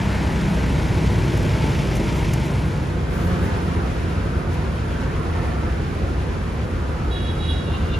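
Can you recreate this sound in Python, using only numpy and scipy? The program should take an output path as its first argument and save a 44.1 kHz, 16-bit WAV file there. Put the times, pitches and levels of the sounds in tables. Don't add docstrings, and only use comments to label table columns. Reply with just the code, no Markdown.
import sys
import numpy as np
from scipy import signal
from scipy.fft import rfft, irfft, next_fast_len
from scipy.io import wavfile
from scipy.ndimage import uniform_filter1d

SR = 44100
rng = np.random.default_rng(int(sys.argv[2]) if len(sys.argv) > 2 else 0)


def generate_wav(signal):
    frames = np.transpose(np.atleast_2d(signal))
    scaled = np.clip(frames, -1, 1) * 32767
    pcm = np.round(scaled).astype(np.int16)
    wavfile.write(sys.argv[1], SR, pcm)


N = 352359


# time in seconds, firings per second, level in dB.
VAN_DRIVE = [(0, 33.7, -25.5), (.55, 32.3, -24.5), (1.05, 32.8, -21.5), (1.55, 33.5, -27), (2.0, 32.4, -39),
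             (2.5, 32.6, -24)]
# multiple of the firing rate, dB at first, dB once it has turned.
VAN_TONES = [(2, -4, -2.5), (3, -7, 0.5), (4, -7, -7.5), (5, -3.5, -6), (6, 1, -12.5), (8, -11.5, -14),
             (10, -14.5, -16)]

def van():
    firing_hz, level_db = curves(VAN_DRIVE)
    tones = changing(VAN_TONES, span_s=(0.52, 0.94))
    note, firings = exhaust(firing_hz, tones, speed_waver=0.0036, uneven_db=2)
    clatter = amp(-38.5) * hump(0, 0.39) * engine_bay(firings, fall_db=5, scatter_db=0)
    return amp(level_db) * note + clatter, firings


# time in seconds, firings per second, level in dB.
COACH_DRIVE = [(3.05, 42.4, -36), (3.3, 44, -22), (3.6, 45.3, -31.5), (4.05, 44.2, -32), (4.35, 51, -31.5),
               (4.7, 34.4, -35), (5.2, 30.5, -27), (5.8, 34.2, -29), (6.8, 33, -33), (7.2, 40, -30),
               (7.55, 40.8, -31), (8, 40.5, -25)]
# multiple of the firing rate, dB at the first pull, dB after easing off.
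COACH_TONES = [(1, -21, -9), (2, 1.5, -0.5), (3, -16, -7), (4, 0, -11), (5, -15, -16), (9, -15, -25),
               (12, -17.5, -25), (16, -19, -29)]

def coach():
    firing_hz, level_db = curves(COACH_DRIVE)
    tones = changing(COACH_TONES, span_s=(4.25, 4.8))
    note, firings = exhaust(firing_hz, tones, speed_waver=0.00491, uneven_db=1.3)
    clatter = amp(-44.5) * hump(5.33, 0.5) * engine_bay(firings, fall_db=7, scatter_db=1.5)
    return amp(level_db) * note + clatter, firings


# frequency in Hz, relative level in dB.
BAY_COLOUR = [(900, 0), (1400, -1.5), (1900, 0.5), (2500, -6.5), (3500, -15)]

def engine_bay(firings, fall_db, scatter_db):
    return puffing(firings, BAY_COLOUR, fall_db, scatter_db)


# time in seconds, firings per second, level of its note in dB.
BIKE_DRIVE = [(.6, 22.6, -49), (1.3, 22.8, -23), (1.8, 24, -25), (2.2, 23.95, -25.5), (2.6, 24.6, -25)]
# multiple of the firing rate, relative level in dB.
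BIKE_TONES = [(4, -13), (5, -1), (6, 0), (7, -8.5), (9, -11.5), (14, -13.5), (16, -17), (20, -20.5),
              (25, -20)]
# frequency in Hz, relative level in dB.
BIKE_RASP = [(1800, 1), (2400, 2.5), (3300, -1), (4200, -8), (5300, -5.5), (6500, -12.5), (10000, -19),
             (15000, -26)]
BIKE_THUMP = [(70, -14), (130, -2), (180, -3.5), (300, -7), (600, -15.5)]

def motorbike():
    firing_hz, level_db = curves(BIKE_DRIVE)
    note, firings = exhaust(firing_hz, BIKE_TONES, speed_waver=0.00505, uneven_db=2)
    rasp = amp(-40) * puffing(firings, BIKE_RASP, fall_db=8.5, scatter_db=1)
    thump = amp(-32) * puffing(firings, BIKE_THUMP, fall_db=7, scatter_db=5)
    nearness = hump(centre_s=1.78, half_width_s=0.63)
    return amp(level_db) * note + nearness * (rasp + thump)


# multiple of the firing rate, relative level in dB.
IDLE_TONES = [(2, 0), (5, -6)]

def parked_coach():
    note, _ = exhaust(firing_hz=30.92, tones=IDLE_TONES, speed_waver=0.01195, uneven_db=3)
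    return amp(-34) * note


def exhaust(firing_hz, tones, speed_waver, uneven_db):
    firings = np.cumsum(firing_hz * (1 + speed_waver * wobble(9))) / SR
    note = sum(amp(db + uneven_db * wobble(6)) * sine(round(k) * firings) for k, db in tones)
    return unit(note), firings


def puffing(firings, colour, fall_db, scatter_db):
    size_db = scatter_db * rng.standard_normal(1000)[firings.astype(int)]
    return unit(amp(size_db - fall_db * (firings % 1)) * hiss(colour))


# pitch in Hz, relative level in dB.
NEAR_PITCHES = [(479.8, 0), (472.6, -9)]
# multiple of its pitch, relative level in dB.
NEAR_TONES = [(6, -9), (7, 0), (8, -0.5), (9, -21.5), (10, -25), (11, -27), (19, -28), (20, -19), (21, -27)]
# start, length and rise time in seconds, level in dB, extra swell in dB.
NEAR_BEEPS = [(7.103, 0.17, 0.021, -38.5, 0), (7.388, 0.2, 0.035, -38, 7.5)]

def near_horn():
    tones = [(round(k) * hz, disc_db + db) for hz, disc_db in NEAR_PITCHES for k, db in NEAR_TONES]
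    return horn(NEAR_BEEPS, tones, waver=0.0011, flutter_db=3.2, rasp_db=-20)


# frequency in Hz, relative level in dB.
FAR_TONES = [(2805, -53), (3570, -57), (3965, -66)]
# start, length and rise time in seconds, level in dB, extra swell in dB.
FAR_BEEPS = [(7.44, .1, .02, -53, 2), (7.66, 0.15, .02, -46.5, 9), (7.875, 0.11, 0.019, -49, 9.5)]

def far_horn():
    return horn(FAR_BEEPS, FAR_TONES, waver=0.0045, flutter_db=3.5, rasp_db=-1.5)


# frequency in Hz, relative level in dB.
HORN_RASP = [(2400, -20), (2800, 5), (3200, -7), (3600, -3), (4050, -5), (4400, -19), (6000, -28)]

def horn(beeps, tones, waver, flutter_db, rasp_db):
    level = 0
    for start, length, attack, db, swell_db in beeps:
        swell = hump(start + 0.6 * length, 0.1 * length)
        level += amp(db + swell_db * swell) * pressed(start, length, attack, fall_db_per_s=99)
    time = wavering_clock(waver, rate=70)
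    buzz = sum(amp(db + flutter_db * wobble(45)) * sine(hz * time) for hz, db in tones)
    return level * (unit(buzz) + amp(rasp_db) * hiss(HORN_RASP))


# start in seconds, length in seconds, pitch in Hz, level in dB.
TOOTS = [(1.514, 0.19, 439, -37.5), (2.02, 0.19, 471, -40), (3.353, 0.1716, 441, -41.5)]
# multiple of the pitch, relative level in dB.
TOOT_TONES = [(2, 4.5), (3, -7.5), (4, -22), (5, -12)]

def toots():
    time = wavering_clock(0.0077, rate=50)
    sound = 0
    for start, length, hz, level_db in TOOTS:
        note = unit(sum(amp(db) * sine(round(k) * hz * time) for k, db in TOOT_TONES))
        sound += amp(level_db) * held(start, start + length, edge_s=0.028) * note
    return sound


# start in seconds, length in seconds, level in dB.
TICKS = [(1.37, .012, -39), (1.422, 0.011, -42), (1.949, 0.015, -37), (1.963, 0.013, -37),
         (2.108, 0.13, -46), (2.333, 0.0093, -28), (2.43, 0.065, -47), (4.51, 0.062, -51)]
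# frequency in Hz, relative level in dB.
TICK_COLOUR = [(2500, -14), (4500, -13), (6000, 5), (7300, 4), (10500, 1.5), (14000, -2), (15500, -5)]

def ticks():
    level = sum(amp(db) * held(start, start + length / 2, length / 2) for start, length, db in TICKS)
    return level * hiss(TICK_COLOUR)


# start in seconds, length in seconds, pitch in Hz, level in dB.
SQUEAKS = [(.73, 0.067, 3830, -51), (1.315, 0.045, 5300, -51)]

def squeaks():
    time = wavering_clock(0.0062, rate=330)
    sound = 0
    for start, length, hz, db in SQUEAKS:
        level = amp(db) * pressed(start, length, attack_s=0.0092, fall_db_per_s=400)
        sound += level * unit(np.sin(2 * np.pi * hz * time))
    return sound


# start and length in seconds, pitch in Hz, glide in Hz per second, level in dB.
WHINES = [(3.0, 0.32, 1560, -58, -48), (3.929, .36, 1516, 91, -48), (4.852, 0.2, 1501, 248.5, -50),
          (5.241, 0.27, 698, 70, -45), (5.284, 0.13, 1833, -260, -45), (4.7, .4, 3180, 1, -62)]

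def whines():
    waver = 1 + 0.00907 * wobble(90)
    sound = 0
    for start, length, hz, glide, db in WHINES:
        pitch_hz = (hz + glide * (clock() - start)) * waver
        tone = unit(np.sin(2 * np.pi * np.cumsum(pitch_hz) / SR))
        sound += amp(db) * pressed(start, length, attack_s=0.082, fall_db_per_s=62) * tone
    return sound


# start in seconds, length in seconds, level in dB.
PUFFS = [(3.084, 0.19, -51), (3.39, .07, -53)]
# frequency in Hz, relative level in dB.
AIR_COLOUR = [(3000, -30), (6500, -1), (10000, -2), (13500, 0), (15300, -3)]

def air_valve():
    level = sum(amp(db) * pressed(start, length, attack_s=0.057, fall_db_per_s=130)
                for start, length, db in PUFFS)
    return level * hiss(AIR_COLOUR)


# frequency in Hz, relative level in dB.
STREET_LOW = [(12, -61), (20, -31), (34, -17), (47, -8), (59, 0.5), (81, -8), (125, -2.5), (155, -2),
              (200, -7.5), (282, -11), (323, -9.5), (512, -17.5), (612, -21.5), (700, -43), (910, -53),
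              (1540, -120)]
STREET_HIGH = [(260, -29), (450, 9.5), (520, -3.5), (623, -1.5), (746, -8), (890, -4), (1190, -13),
               (1480, -10.5), (1730, -12.5), (2210, -9.5), (4380, -19), (5250, -20.5), (7270, -23),
               (8000, -19.5), (10400, -62), (17600, -120)]
FIZZ = [(5500, -30), (7500, -1), (8600, 7), (10000, 0), (12000, -7), (13800, -9), (15300, -12)]
# frequency in Hz, level of the sides against the middle in dB.
STREET_WIDTH = [(60, -23), (100, -15.5), (200, -13), (450, -8.5), (750, -7.5), (1400, -2.5), (2000, -8.5),
                (2700, -38), (4200, -45), (6400, -52)]

def street_traffic(firings):
    beat = np.cos(2 * np.pi * firings)
    load_db = 2.5 * hump(1.33, 0.67)
    leaving_db = -0.65 * clock()
    rumble = amp(-24.5 + 0.36 * load_db) * even(rush(STREET_LOW, STREET_WIDTH, 28, 111))
    drone = amp(-26 + load_db + beat) * rush(STREET_LOW, STREET_WIDTH, 116, 563)
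    roar = patchy(rush(STREET_HIGH, STREET_WIDTH, 585, 2030), depth_db=1.06)
    roar *= amp(-31.5 + leaving_db + 0.66 * beat)
    clatter = rush(STREET_HIGH, STREET_WIDTH, 1860, 7700)
    clatter *= amp(-37.5 + leaving_db + 0.49 * beat + 0.87 * wobble(150))
    fizz = rush(FIZZ, [(8000, -7.5)], 9200, 18000)
    fizz *= amp(-50.5 + 0.34 * load_db + 0.61 * beat + 0.72 * wobble(60))
    return rumble + drone + roar + clatter + fizz


# frequency in Hz, relative level in dB.
GATE_LOW = [(12, -47), (20, -32), (48, -2), (70, 2), (90, -1.5), (125, -11), (156, -8), (184, -14.5),
            (210, -13), (309, -19), (338, -15.5), (364, -19), (520, -21), (631, -31.5), (700, -22),
            (910, -53), (1540, -120)]
GATE_HIGH = [(260, -31), (450, 4), (526, -0.5), (623, -7), (720, -5), (802, -8.5), (852, -8), (1500, -9),
             (1670, -12), (2370, -15.5), (3530, -21.5), (6290, -29.5), (8000, -33.5), (10400, -89),
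             (17600, -120)]
# frequency in Hz, level of the sides against the middle in dB.
GATE_WIDTH = [(60, -28), (110, -17), (180, -12.5), (320, -9), (600, -4), (950, -0.5), (1450, -2),
              (2000, -2), (2800, -6), (5500, -3.5)]
# time in seconds, change of level in dB.
YARD_LOUDNESS = [(3.0, 0.5), (3.35, 2.4), (4.3, 0.13), (5.4, 0.3), (6.7, -1.3), (8, -.5)]

def gate_traffic(firings, firings_per_turn):
    beat = np.cos(2 * np.pi * firings)
    throb = np.cos(2 * np.pi * firings / firings_per_turn)
    yard_db, = curves(YARD_LOUDNESS)
    rumble = amp(-25 + 1.4 * throb) * even(rush(GATE_LOW, GATE_WIDTH, 31.1, 123))
    drone = amp(-27 + 0.78 * yard_db + 0.71 * throb) * rush(GATE_LOW, GATE_WIDTH, 113.4, 534)
    roar = amp(-33.5 + yard_db) * patchy(rush(GATE_HIGH, GATE_WIDTH, 542, 1870), depth_db=1.96)
    clatter = rush(GATE_HIGH, GATE_WIDTH, 1994, 9700)
    clatter *= amp(-42 + yard_db + 0.4 * beat + 0.68 * wobble(25))
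    fizz = amp(-56 + yard_db + 0.96 * wobble(25)) * rush(FIZZ, [(8000, -36)], 9200, 15400)
    return rumble + drone + roar + clatter + fizz


# frequency in Hz, seconds it takes to fade by 60 dB.
ECHO_TIMES = [(200, 0.36), (3000, 0.12), (10000, 0.035)]

def house_echo(x, echo_db):
    hz, t, spectrum = signal.stft(rng.standard_normal((2, SR // 2)), SR, nperseg=256)
    decay = amp(-60 * t / along(ECHO_TIMES, hz)[:, None])
    tail = signal.istft(spectrum * decay, SR, nperseg=256)[1]
    echo = signal.fftconvolve(x[None], tail / np.linalg.norm(tail[0]), axes=1)[:, :N]
    return (x + amp(echo_db) * echo) / np.hypot(1, amp(echo_db))


def patchy(x, depth_db):
    spectrum = signal.stft(x, nperseg=2048)[2]
    patches = uniform_filter1d(rng.standard_normal(spectrum.shape[1:]), size=4, axis=0)
    patches = unit(uniform_filter1d(patches, size=7, axis=1))
    return unit(signal.istft(spectrum * amp(depth_db * patches), nperseg=2048)[1][:, :N])


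def even(x, window_s=0.2, strength=0.68):
    power = signal.fftconvolve(np.mean(x ** 2, axis=0), np.hanning(int(window_s * SR)), 'same')
    return unit(x / (np.abs(power) + 1e-9) ** (strength / 2))


def rush(colour, width, lo_hz, hi_hz):
    gain = lambda hz: amp(along(colour, hz)) * band(hz, lo_hz, hi_hz)
    mid = filtered(rng.standard_normal(N), gain)
    side = filtered(rng.standard_normal(N), lambda hz: gain(hz) * amp(along(width, hz)))
    return unit(np.array([mid + side, mid - side]))


def hiss(colour):
    gain = lambda hz: amp(along(colour, hz)) * band(hz, colour[0][0], colour[-1][0])
    return unit(filtered(rng.standard_normal(N), gain))


def band(hz, lo_hz, hi_hz):
    return 1 / np.sqrt((1 + (lo_hz / (hz + 1)) ** 12) * (1 + (hz / hi_hz) ** 12))


def filtered(x, response):
    size = next_fast_len(N + 8192)
    return irfft(rfft(x, size) * response(np.fft.rfftfreq(size, 1 / SR)), size)[..., :N]


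def amp(db):
    return 10 ** (np.asarray(db) / 20)


def unit(x):
    return x / np.sqrt(np.mean(x ** 2) + 1e-20)


def sine(cycles):
    return np.sin(2 * np.pi * (cycles + rng.random()))


def clock():
    return np.arange(N) / SR


def wavering_clock(depth, rate):
    return np.cumsum(1 + depth * wobble(rate)) / SR


def wobble(rate):
    knots = rng.standard_normal(int(N * rate / SR) + 4)
    smooth = signal.resample(knots, 8 * len(knots))
    return np.interp(clock() * rate, np.arange(len(smooth)) / 8, smooth)


def along(points, hz):
    frequencies, values = np.transpose(points)
    return np.interp(np.log(hz + 1), np.log(frequencies + 1), values)


def curves(rows):
    times, *columns = np.transpose(rows)
    return [np.interp(clock(), times, column) for column in columns]


def changing(tones, span_s):
    return [(k, np.interp(clock(), span_s, [first, second])) for k, first, second in tones]


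def hump(centre_s, half_width_s):
    return np.exp(-0.5 * ((clock() - centre_s) / half_width_s) ** 2)


def held(start, end, edge_s):
    return np.clip((clock() - start) / edge_s, 0, 1) * np.clip((end - clock()) / edge_s + 1, 0, 1)


def pressed(start, length, attack_s, fall_db_per_s):
    age = clock() - start
    return np.clip(age / attack_s, 0, 1) * amp(-fall_db_per_s * np.maximum(age - length, 0))


def placed(x, direction):
    hz, lean_db, lead = np.transpose(direction)
    ears = np.array([[0.5], [-0.5]])
    gain = lambda f: amp(ears * along(np.c_[hz, lean_db], f))
    shift = lambda f: np.exp(1j * ears * along(np.c_[hz, lead], f))
    return filtered(x, lambda f: gain(f) * shift(f))


# frequency in Hz, how much louder the left is in dB, how far the left is ahead in radians.
STREET_DIRECTION = [(120, 0, -0.014), (450, 0.5, 0.17), (750, 2.3, 0.23), (1100, 4.5, -0.05),
                    (1500, 4.5, -0.78), (2100, -1, 0)]
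GATE_DIRECTION = [(60, 0, -.05), (110, 1, -0.26), (180, -1.2, -0.29), (320, -3.1, -0.39), (600, 0, -0.48),
                  (930, -2.4, -1.76), (1450, -1.4, -0.89), (2000, 1.5, -0.45), (2800, 0.5, 0.42),
                  (5500, 1.2, 0.75), (7500, -0.5, -0.24)]

def scene():
    van_sound, van_firings = van()
    street = van_sound + motorbike() + street_traffic(van_firings)
    coach_sound, coach_firings = coach()
    gate = coach_sound + parked_coach() + gate_traffic(coach_firings, firings_per_turn=3)
    fade_out = np.cos(np.interp(clock(), (2.26, 3.12), (0, np.pi / 2)))
    fade_in = np.sin(np.interp(clock(), (2.41, 3.34), (0, np.pi / 2)))
    traffic = fade_out * placed(street, STREET_DIRECTION) + fade_in * placed(gate, GATE_DIRECTION)
    close = house_echo(near_horn() + ticks() + squeaks() + air_valve(), echo_db=-8)
    distant = house_echo(far_horn() + toots() + whines(), echo_db=-5.5)
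    return traffic + close + distant


def record(dry):
    lag_from_hz, lag_s, top_hz = 6850, 0.000283, 15300
    ears = np.array([[-1], [1]])
    skewed = filtered(dry, lambda hz: np.exp(1j * np.pi * lag_s * np.maximum(hz - lag_from_hz, 0) * ears))
    return filtered(skewed, lambda hz: hz < top_hz)


dry = scene()
out = record(dry)
generate_wav(out)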